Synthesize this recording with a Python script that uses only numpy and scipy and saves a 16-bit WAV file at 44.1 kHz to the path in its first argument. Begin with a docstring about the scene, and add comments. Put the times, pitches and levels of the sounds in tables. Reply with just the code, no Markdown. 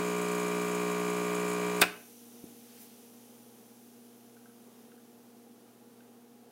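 """A loud, rattling hum comes first: an espresso machine's vibrating pump is filling a glass.
Its piston strokes at the mains rate, shaking the casing and loose parts and pushing water along.
The pump is switched off and a valve slams with a hard clunk. The trapped pressure hisses away and
spits once, and the resting machine gives a soft thump and a few ticks.
The small kitchen echoes the knocks, and an appliance drones quietly in it throughout."""
import sys
import numpy as np
from scipy import signal
from scipy.fft import rfft, irfft, next_fast_len
from scipy.io import wavfile
from scipy.ndimage import map_coordinates

SR = 44100
rng = np.random.default_rng(int(sys.argv[2]) if len(sys.argv) > 2 else 0)


def transcribe(u):
    """Save the signal u as a 16-bit wav file named by the first command-line argument.

    u: samples, shape (n,) or (channels, n), limited to [-1, 1]; the rate is SR.
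    q: integer samples, one column per channel.
    """
    v = np.clip(np.atleast_2d(u).T, -1, 1)
    q = np.round(v * 32767).astype(np.int16)
    wavfile.write(sys.argv[1], SR, q)


N = 287091
T = np.arange(N) / SR
BLOW_T = T[:SR // 2]  # half a second, enough for one blow to ring

# A ring_s is the time to fade by 60 dB. A noise's shape_db only sets its colour, not its loudness.
# The kitchen's echo: pitch_hz, ring_s
ROOM_ECHO = [(100, .45), (400, .5), (1000, .42), (2500, .42), (4000, 0.34), (15000, 0.18)]
# The appliance's motor tones: pitch_hz, level_db
MOTOR_TONES = [(119.8, -74.5), (204, -78), (223, -68.5), (239.7, -59), (294.3, -72.5), (353.7, -76),
               (411.8, -76), (471.7, -68), (707.5, -77.5), (825.5, -78.5)]
# The air it moves: pitch_hz, shape_db
AIR_RUSH = [(25, -23), (80, -25.5), (140, -11), (190, -9.5), (210, 1.5), (260, -2), (330, -4.5), (470, 0.5),
            (560, -10), (780, -6.5), (950, -13.5), (1300, -15.5), (2000, -21.5), (8000, -27)]
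# The resting machine's ticks: start_s, strength_db, brightness_db
TICK_TIMES = [(4.367, -53, -13), (4.457, -50, -19), (4.4944, -57, -12), (4.9182, -51.5, -9),
              (4.9796, -55, -14), (6.0045, -53, -1)]
# The tones in a tick: pitch_hz, strength_db, ring_s
TICK_TONES = [(1327, -4, .06), (1470, 1, 0.034), (1600, -1.5, 0.041)]
# The crack in a tick: pitch_hz, shape_db
TICK_NOISE = [(800, -20), (1500, -12), (2800, 14), (5000, -12), (16000, -22)]
# Leaking pressure: pitch_hz, shape_db
LEAK_HISS = [(600, -22), (1500, -10.5), (3000, -0.5), (4400, -4), (6000, 0.5), (8200, -3), (9400, 1),
             (11500, 1.5), (13000, -1.5), (14300, 2), (16000, -3.5)]
# A narrower sizzle: pitch_hz, shape_db
JET_SIZZLE = [(2000, -25), (5000, -13.5), (6000, 3.5), (7000, -7), (8300, -13.5), (9300, 4), (11000, -7),
              (12400, 2), (14000, -5), (16000, -6.5)]
# The vent's one spit: pitch_hz, shape_db
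VENT_SPIT = [(800, -18), (1400, -7), (3000, -14), (7000, -3), (11000, 1), (13000, 4), (16000, -1)]
# A lower rush that builds just ahead of it: pitch_hz, shape_db
VENT_SWELL = [(800, -16), (1500, -4), (2800, -1), (5000, -1.5), (9000, -10)]
# The valve's slam and bounces: start_s, strength_db
VALVE_BLOWS = [(1.8172, -13), (1.8200, -16), (1.8250, -12.5), (1.8300, -20.5), (1.8372, -20)]
# A blow's bright part: pitch_hz, shape_db
VALVE_SNAP = [(300, -22), (1000, -10), (3500, -1.5), (5000, -1.5), (7700, -2), (9200, 4), (10400, -6),
              (12900, -5), (13900, 4), (14800, -3), (16000, -3.5)]
# A blow's dull part: pitch_hz, shape_db
VALVE_KNOCK = [(30, -20), (100, -21.5), (300, -5), (740, -1), (1220, -6.5), (1420, 7), (1850, -6.5),
               (2550, 7), (3200, -10), (3800, -7.5), (4500, -12), (16000, -34)]
# The struck casing's tones: pitch_hz, strength_db, ring_s
CASING_TONES = [(415, -22, .2), (673, -19, .12), (764, -17, .1), (1010, -12, .05), (1360, -10, .03),
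                (1432, -5, .03), (1560, -9, .025), (1927, -11, .04), (2300, -9, .03), (2476, -12, .03),
                (2589, -12, .03), (2850, -11, .03), (3500, -7, .02), (3750, -7, .02)]
# The pump's hum: multiple_of_mains, level_db
PUMP_HUM = [(1, -74), (2, -59), (3, -39.5), (4, -50.5), (5, -44), (6, -47.5), (7, -35.5), (8, -55),
            (9, -51.5), (10, -50), (11, -51.5), (12, -50.5), (13, -56.5), (14, -61), (15, -58.5), (16, -48),
            (17, -54), (18, -48), (19, -49.5), (20, -46.5), (21, -68.5), (22, -56.5), (23, -63.5),
            (24, -53), (25, -57.5), (26, -55), (27, -59), (28, -56), (29, -71.5), (30, -72.5)]
# The casing's buzz above the hum, before the panels boost it: pitch_hz, level_db
CASING_BUZZ = [(1860, -58.5), (2220, -68), (2340, -49.5), (2520, -58.5), (2590, -79), (2700, -60.5),
               (2860, -92), (2940, -58.5), (3020, -83), (4000, -78), (5000, -80.5), (5800, -84.5),
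               (6700, -69.5), (7600, -78.5), (16000, -87)]
# Ringing sheet metal panels: pitch_hz, boost_db
PANEL_BOOSTS = [(3240, 20), (3720, 4), (3900, 15.5), (4320, 10.5), (4620, 4.5), (4900, 8), (5040, 18),
                (6720, 10)]
# Water forced through the machine: pitch_hz, shape_db
WATER_FLOW = [(30, -43), (100, -30), (170, -21), (240, -16.5), (290, -6.5), (420, -12), (520, -9.5),
              (800, -20), (1000, -11), (1700, -22), (2300, -12.5), (2800, -21.5), (5800, -26.5),
              (16000, -32)]
# Loose metal parts: pitch_hz, shape_db
METAL_RATTLE = [(4000, -35), (5900, -20.5), (6400, -2), (6720, 5), (6830, -5), (7150, 3), (7500, 0),
                (7750, -1), (9000, -4), (11000, -6.5), (12300, -16.5), (13750, -9), (14200, -14.5),
                (16000, -17.5)]

MAINS_HZ, TOP_HZ = 59.992, 15850  # the piston's stroke rate; the highest pitch heard
STOP_S, THUMP_S, SPIT_S = 1.818, 2.4403, 2.82


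def amp(db):
    """Turn decibels into a gain."""
    return 10 ** (np.asarray(db) / 20)


def unit(x):
    """Scale a signal to an average (rms) level of 1."""
    return x / np.sqrt(np.mean(x ** 2) + 1e-20)


def along(points, hz):
    """Read between a table's rows on a log pitch scale."""
    pitches, values = np.transpose(points)
    return np.interp(np.log(hz + 1), np.log(pitches + 1), values)


def wobble(per_s):
    """A smooth curve through per_s random values a second."""
    return map_coordinates(rng.standard_normal(int(N * per_s / SR) + 4), [T * per_s])


def filtered(x, response):
    """Turn each frequency up or down by response(hz)."""
    size = next_fast_len(N + SR // 2)
    return irfft(rfft(x, size) * response(np.fft.rfftfreq(size, 1 / SR)), size)[:N]


def noise(shape):
    """Noise at level 1, coloured by a table."""
    return unit(filtered(rng.standard_normal(N), lambda hz: amp(along(shape, hz))))


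def decay(t, ring_s):
    """Silent before t = 0, then 60 dB quieter every ring_s."""
    return (t >= 0) * np.exp(-np.log(1000) * np.maximum(t, 0) / ring_s)


def fade_in(t, rise_s):
    """Climb from 0 toward 1 to soften a start."""
    return 1 - np.exp(-t / rise_s)


def add(track, start_s, sound):
    """Mix a sound into a track at start_s."""
    part = track[round(start_s * SR):][:len(sound)]
    part += sound[:len(part)]


def ring(tones, scatter_db):
    """A struck part rings with fading tones, their strengths new at each blow."""
    hz, db, ring_s = np.transpose(tones)[:, :, None]
    strength = amp(db + scatter_db * rng.standard_normal(hz.shape)) * rng.choice([-1, 1], hz.shape)
    return np.sum(strength * np.sin(2 * np.pi * hz * BLOW_T) * decay(BLOW_T, ring_s), axis=0)


def kitchen_echo(x):
    """The room answers a sound, each frequency dying at its own speed."""
    hz, t, spectrum = signal.stft(rng.standard_normal(SR), SR, nperseg=256)
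    tail = signal.istft(spectrum * decay(t, along(ROOM_ECHO, hz)[:, None]), SR, nperseg=256)[1]
    tail *= fade_in(T[:len(tail)], .008)
    return signal.fftconvolve(x, tail / np.linalg.norm(tail))[:N]


def appliance():
    """A motor's slightly unsteady tones sit over the rush of its air."""
    tones = np.zeros(N)
    for hz, db in MOTOR_TONES:
        gain = np.sqrt(2) * amp(db + 1.7 * wobble(3))
        phase = .14 * wobble(1.923) + rng.uniform(0, 2 * np.pi)
        tones += gain * np.sin(2 * np.pi * hz * T + phase)
    return tones + amp(-60.5 + .6 * wobble(4.6)) * noise(AIR_RUSH)


def settling(thump_hz=276):
    """The resting machine gives one soft, low thump and a few small ticks."""
    knocks = np.zeros(N)
    thump = -amp(-20.5) * np.sin(2 * np.pi * thump_hz * BLOW_T) * decay(BLOW_T, ring_s=.016)
    add(knocks, THUMP_S, thump * fade_in(BLOW_T, .0031))
    crack = noise(TICK_NOISE)
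    for start_s, db, bright_db in TICK_TIMES:
        add(knocks, start_s, amp(db - 6) * ring(TICK_TONES, scatter_db=3.5) * fade_in(BLOW_T, .0006))
        knocks += amp(db + bright_db - 5.5) * crack * decay(T - start_s, ring_s=.037)
    return knocks + amp(-10) * kitchen_echo(knocks)


def vent(leak_fall_db_per_s=2.5, jet_fall_db_per_s=5):
    """Trapped pressure leaks away as a thin hiss that swells and spits once."""
    since_stop = T - STOP_S
    leak = amp(-58 - leak_fall_db_per_s * since_stop + .3 * wobble(16)) * noise(LEAK_HISS)
    # the jet needs high pressure, so it dies sooner
    jet = amp(-60 - jet_fall_db_per_s * since_stop + .8 * wobble(2.7)) * noise(JET_SIZZLE)
    spit = amp(-51.5) * np.exp(-abs(T - SPIT_S) / .038) * noise(VENT_SPIT)
    swell = amp(-61.5) * np.exp(-abs(T - SPIT_S + .05) / .19) * noise(VENT_SWELL)
    return (leak + jet + spit + swell) * (since_stop > 0)


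def valve_clunk(dulling_db=8):
    """The valve's plunger slides, slams and bounces, duller each time, and the casing rings."""
    casing = np.zeros(N)
    slam_s = VALVE_BLOWS[0][0]
    blows = amp(-16.5) * noise(VALVE_SNAP) * decay(slam_s - T, .017)  # a scrape grows into the slam
    for bounce, (start_s, db) in enumerate(VALVE_BLOWS):
        snap_db = .5 - dulling_db * np.sqrt(bounce)
        snap = amp(snap_db) * noise(VALVE_SNAP) * decay(T - start_s, ring_s=.018)
        knock = amp(-3) * noise(VALVE_KNOCK) * decay(T - start_s, ring_s=.038)
        blows += amp(db) * (snap + knock)
        add(casing, start_s, amp(db - 5) * ring(CASING_TONES, scatter_db=1) * fade_in(BLOW_T, .0003))
    return blows + casing + amp(-15) * kitchen_echo(blows)


def piston(size=4096):
    """Repeating strokes hum and buzz at multiples of the mains rate; the lowest ring on longest."""
    multiple = np.arange(1, int(TOP_HZ / MAINS_HZ))
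    hz = multiple * MAINS_HZ
    # the panels favour some tones over others
    ripple_db = 2 * rng.standard_normal(len(hz)) * (hz > 3000)
    ripple_db += sum(boost * (abs(hz - pitch) < MAINS_HZ / 2) for pitch, boost in PANEL_BOOSTS)
    db = along(CASING_BUZZ, hz) + ripple_db
    db[:len(PUMP_HUM)] = np.transpose(PUMP_HUM)[1]
    cycle = np.arange(size) / size

    def bouncing(life_s):
        """A stroke bounces briefly around the casing, which sets each tone's phase."""
        return rfft(rng.standard_normal(size) * np.exp(-cycle / MAINS_HZ / life_s))[multiple]

    def repeat(tones):
        """Build one stroke from its tones and loop it."""
        stroke = irfft(np.append(0, tones), size) * size / 2
        return np.interp(T * MAINS_HZ % 1, cycle, stroke, period=1)

    soft_push = bouncing(.008)
    end_stop = bouncing(.003) * np.exp(2j * np.pi * hz * .003)  # a sharp hit, 3 ms before the push
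    bounces = np.where(hz < 1800, soft_push, end_stop)
    tones = np.sqrt(2) * amp(db) * bounces / abs(bounces)
    since_stop = np.maximum(T - STOP_S, 0)
    low = multiple <= len(PUMP_HUM) // 4
    hum = repeat(tones * low) * decay(since_stop, ring_s=.36)
    buzz = repeat(tones * ~low) * decay(since_stop, ring_s=.09)
    return hum + buzz


def pump(flow_db=-43, rattle_db=-49, shake_db=3.5):
    """Each stroke drives the casing, pushes water and shakes loose parts by a different amount."""
    hum = piston() * amp(.2 * wobble(25))
    stroke_number, since_stroke = np.divmod(T + .003, 1 / MAINS_HZ)
    push = np.exp(-since_stroke / .008) * fade_in(since_stroke, .002)
    shakes = amp(shake_db * rng.standard_normal(int(stroke_number[-1]) + 1))
    jolt = push * shakes[stroke_number.astype(int)]
    flow = amp(flow_db) * noise(WATER_FLOW) * unit(1 + push)
    rattle = amp(rattle_db) * noise(METAL_RATTLE) * unit(.25 + jolt) * amp(.5 * wobble(6))
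    return hum + (flow + rattle) * decay(np.maximum(T - STOP_S, 0), ring_s=.24)


def scene():
    """The machine and the appliance together, in one channel."""
    return (pump() + valve_clunk() + vent() + settling() + appliance())[None]


def record(dry, bass_hz=55):
    """Soften the deep bass and cut off the very highest treble."""
    return filtered(dry[0], lambda hz: hz ** 2 / np.sqrt(hz ** 4 + bass_hz ** 4) * (hz < TOP_HZ))[None]


dry = scene()
out = record(dry)
transcribe(out)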